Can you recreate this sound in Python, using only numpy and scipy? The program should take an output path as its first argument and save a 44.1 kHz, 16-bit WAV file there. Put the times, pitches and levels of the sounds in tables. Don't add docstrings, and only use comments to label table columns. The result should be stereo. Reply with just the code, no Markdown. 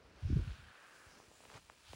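import sys
import numpy as np
from scipy import signal
from scipy.fft import rfft, irfft
from scipy.io import wavfile

SR = 44100
rng = np.random.default_rng(int(sys.argv[2]) if len(sys.argv) > 2 else 0)


def to_wav(s):
    ch = np.atleast_2d(s).T
    pcm = np.round(np.clip(ch, -1, 1) * 32767)
    wavfile.write(sys.argv[1], SR, pcm.astype(np.int16))


N = 85995


def amp(db):
    return 10 ** (np.asarray(db) / 20)


def unit(x):
    return x / np.sqrt(np.mean(x ** 2) + 1e-20)


def envelope(points, column=1):
    points = np.array(points)
    return amp(np.interp(np.arange(N) / SR, points[:, 0], points[:, column]))


def colour(x, spectrum):
    hz, db = np.transpose(spectrum)
    log_hz = np.log(np.fft.rfftfreq(N, 1 / SR) + 1)
    return unit(irfft(rfft(x) * amp(np.interp(log_hz, np.log(hz), db)), N))


def add(mix, start_s, sound):
    part = mix[:, max(round(start_s * SR), 0):][:, :sound.shape[1]]
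    part += sound[:, :part.shape[1]]


def friction(per_s=5000, spread_db=1.5, shared=0.19, lag_s=0.00044):
    slips = rng.standard_normal((3, N)) * (rng.random((3, N)) < per_s / SR)
    slips *= amp(spread_db * np.minimum(rng.exponential(1, (3, N)), 4))
    common = np.array([slips[0], np.roll(slips[0], round(lag_s * SR))])
    return np.sqrt(shared) * common + np.sqrt(1 - shared) * slips[1:]


def swish(noise, peak_s, half_s, db, centre_hz, half_oct):
    t, hz = np.arange(N) / SR, np.fft.rfftfreq(N, 1 / SR) + 1
    band = np.exp(-0.5 * (np.log2(hz / centre_hz) / half_oct) ** 2)
    swell = np.exp(-0.5 * ((t - peak_s) / half_s) ** 2)
    return amp(db) * swell * unit(irfft(rfft(noise) * band, N))


def chirp(middle_hz, length_s, fall_oct):
    progress = np.arange(0, length_s, 1 / SR) / length_s
    hz = middle_hz * 2 ** (fall_oct * (0.5 - progress))
    cycles = np.cumsum(hz) / SR + rng.random()
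    return np.sin(np.pi * progress ** 1.02) ** 2 * np.exp(2j * np.pi * cycles)


def snap(hz, length_s, fizz_db):
    pulse = chirp(hz, length_s, fall_oct=3.27)
    tone = pulse.real + 0.45 * np.array([-pulse.imag, pulse.imag])
    lowpass = signal.butter(4, 7450, fs=SR, output="sos")
    fizz = unit(signal.sosfilt(lowpass, rng.standard_normal((2, len(pulse)))))
    return tone + amp(fizz_db) * abs(pulse) * fizz


# time in seconds, level in dB.
GRIP_LEVELS = [(0, -67.5), (.21, -63), (.25, -44.5), (.39, -40.5), (.45, -48.5), (.52, -52.5), (.56, -59.5),
               (.7, -65), (.76, -84), (1.0, -92), (1.1, -73), (1.22, -86), (1.48, -76), (1.58, -63.5),
               (1.68, -75), (1.85, -75), (1.95, -66)]
# frequency in Hz, relative density in dB.
GRIP_SPECTRUM = [(15, -34), (42, -2), (62, 2.5), (110, -5), (200, -12), (350, -22), (600, -42), (2000, -73)]
# start in seconds, peak in dB, middle pitch in Hz, length in seconds.
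THUDS = [(0.223, -34.5, 84.2, 0.025), (.242, -28, 80.3, 0.027), (0.261, -31, 78.5, 0.024),
         (0.286, -34, 130, 0.014), (0.297, -33.5, 271, 0.015), (.3, -27.5, 84, 0.021),
         (.323, -31, 229.5, 0.0135), (.318, -24.5, 77.5, 0.032), (0.35, -25, 144.3, 0.035),
         (.366, -37, 321, 0.0098), (.377, -27, 76, .024), (0.399, -31.5, 67.5, 0.035),
         (0.464, -37.5, 113, 0.029), (0.483, -35.5, 62.5, 0.039), (.585, -51, 101, 0.022),
         (0.663, -56, 70.3, 0.028), (1.06, -54.5, 86, 0.024), (1.274, -60, 76, 0.024),
         (1.543, -51, 101, 0.024), (1.887, -51, 78, 0.038), (1.938, -50, 120, .012)]


def handling():
    rumble = colour(friction(per_s=1500, spread_db=1, shared=0.85), GRIP_SPECTRUM)
    finger = friction(shared=0.85, lag_s=0)
    scuff = swish(finger, peak_s=0.396, half_s=0.011, db=-45.5, centre_hz=277, half_oct=0.44)
    out = envelope(GRIP_LEVELS) * rumble + scuff
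    for start_s, db, hz, length_s in THUDS:
        thud = chirp(hz, length_s, fall_oct=1.28)
        side = amp(-9.5) * np.array([thud.imag, -thud.imag])
        add(out, start_s, amp(db) * (thud.real + side))
    return out


# time in seconds, then levels of lows, mids and treble in dB.
RUB_LEVELS = [(0, -63.5, -69.5, -79), (.13, -63, -68, -78), (.22, -63, -64, -72), (.32, -66, -59.5, -70.5),
              (.43, -64, -64, -69), (.68, -76.5, -68.5, -71.5), (.85, -69.5, -65.5, -69.5),
              (1.0, -68, -66, -65.5), (1.17, -61.5, -64, -68), (1.28, -66.5, -66, -68.5),
              (1.44, -66.5, -64, -64.5), (1.57, -58.5, -59, -65.5), (1.61, -79, -66.5, -68.5),
              (1.72, -68, -66.5, -68.5), (1.82, -79.5, -65, -68.5), (1.89, -73, -59.5, -64.5),
              (1.95, -72, -57.5, -61.5)]
# frequency in Hz, relative density in dB.
RUB_LOWS = [(40, -7.5), (200, -1.5), (480, 1), (800, -5.5), (1200, -5), (2000, -11), (5000, -41)]
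RUB_MIDS = [(300, -12.5), (900, -3), (1600, -4), (2000, -8), (2400, -3.5), (3200, -5), (4300, -7.5),
            (6000, -9.5), (12000, -69)]
TREBLE_HISS = [(1000, -10.5), (3500, -8.5), (5600, -6), (7400, -2), (8700, -4), (10800, -6), (12500, -23.5),
               (16000, -6)]


def blanket():
    return sum(envelope(RUB_LEVELS, column) * colour(friction(), spectrum)
               for column, spectrum in enumerate([RUB_LOWS, RUB_MIDS, TREBLE_HISS], start=1))


# peak time and half length in seconds, level in dB,
# centre in Hz, half width in octaves.
NOISE_BANDS = [(.31, 0.072, -69.5, 5370, .25), (0.522, 0.036, -62.5, 2860, 0.63),
               (.531, 0.052, -75, 5740, .22), (.96, 0.035, -70, 5600, 0.36),
               (1.16, 0.077, -68.5, 5600, 0.23), (1.36, 0.052, -71, 7250, 0.15),
               (1.57, 0.013, -61, 600, 1.6), (1.892, .032, -61.5, 3460, 0.4)]


def noise_bands():
    return sum(swish(friction(), *row) for row in NOISE_BANDS)


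# start in seconds, peak in dB, middle pitch in Hz, length in seconds.
TICKS = [(1.2005, -46.5, 720, 0.0024), (1.314, -52, 597, 0.0041), (1.404, -50.5, 696, 0.0036),
         (1.436, -54.5, 702, 0.006), (1.452, -50, 2180, 0.0021), (1.4526, -53, 598, 0.0063),
         (1.5, -45, 1270, 0.0024), (1.515, -48, 1080, 0.0036), (1.5432, -49.5, 2200, 0.00283),
         (1.58, -51.5, 1415, .003), (1.6981, -47.5, 1727, 0.00198), (1.6984, -43.5, 900, 0.00302),
         (1.9304, -47, 3255, 0.0035), (1.9322, -40.5, 606, 0.0045)]


def mouth_ticks():
    out = np.zeros((2, N))
    for start_s, db, hz, length_s in TICKS:
        add(out, start_s, amp(db) * snap(hz, length_s, fizz_db=-15.5))
    return out


def tuft_crackle(start_s=1.505, end_s=1.579, growth_db=4.5, scatter_oct=0.49, jitter=0.15):
    out, time_s = np.zeros((2, N)), start_s
    for pitch, gap in rng.standard_normal((30, 2)):
        pull = (time_s - start_s) / (end_s - start_s)
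        slip = snap(1072 * 2 ** (scatter_oct * pitch), length_s=0.0028, fizz_db=-5.5)
        if pull < 1:
            add(out, time_s, amp(-51 + growth_db * (pull - 0.5)) * slip)
        slips_per_s = np.interp(pull, [0, 1], [120, 280])
        time_s += np.exp(jitter * gap) / slips_per_s
    return out


# peak time, rise and fall in seconds, level in dB, brightness from 0 to 1.
STROKES = [(.5, 0.2, 0.2, -61, 0.5), (.9, 0.23, 0.19, -61, 0.02)]
# frequency in Hz, relative density in dB.
SLOW_RASP = [(150, -25.5), (450, -6.5), (900, -5), (1300, -0.5), (1630, 3.5), (2050, -7), (2600, -7),
             (4000, -28), (16000, -47)]
BRISK_RASP = [(150, -13), (700, -12), (1100, -10), (1480, 7), (1750, -8), (2000, -5), (3000, 1.5),
              (4500, -2.5), (6500, -46), (16000, -43)]


def tongue():
    t, out = np.arange(N) / SR, np.zeros((2, N))
    for peak_s, rise_s, fall_s, db, brightness in STROKES:
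        slips = friction(per_s=2500, spread_db=0.5, shared=0.8, lag_s=0)
        brisk, slow = colour(slips, BRISK_RASP), colour(slips, SLOW_RASP)
        rasp = unit(brightness * brisk + (1 - brightness) * slow)
        swell = np.exp(-0.5 * ((t - peak_s) / np.where(t < peak_s, rise_s, fall_s)) ** 2)
        out += amp(db) * swell * rasp
    return out


def scene():
    return tongue() + blanket() + noise_bands() + mouth_ticks() + tuft_crackle() + handling()


def record(dry):
    highpass = signal.butter(4, 36, "highpass", fs=SR, output="sos")
    lowpass = signal.firwin(511, 15850, window=("kaiser", 9), fs=SR)
    return signal.oaconvolve(signal.sosfilt(highpass, dry), lowpass[None], "same")


dry = scene()
out = record(dry)
to_wav(out)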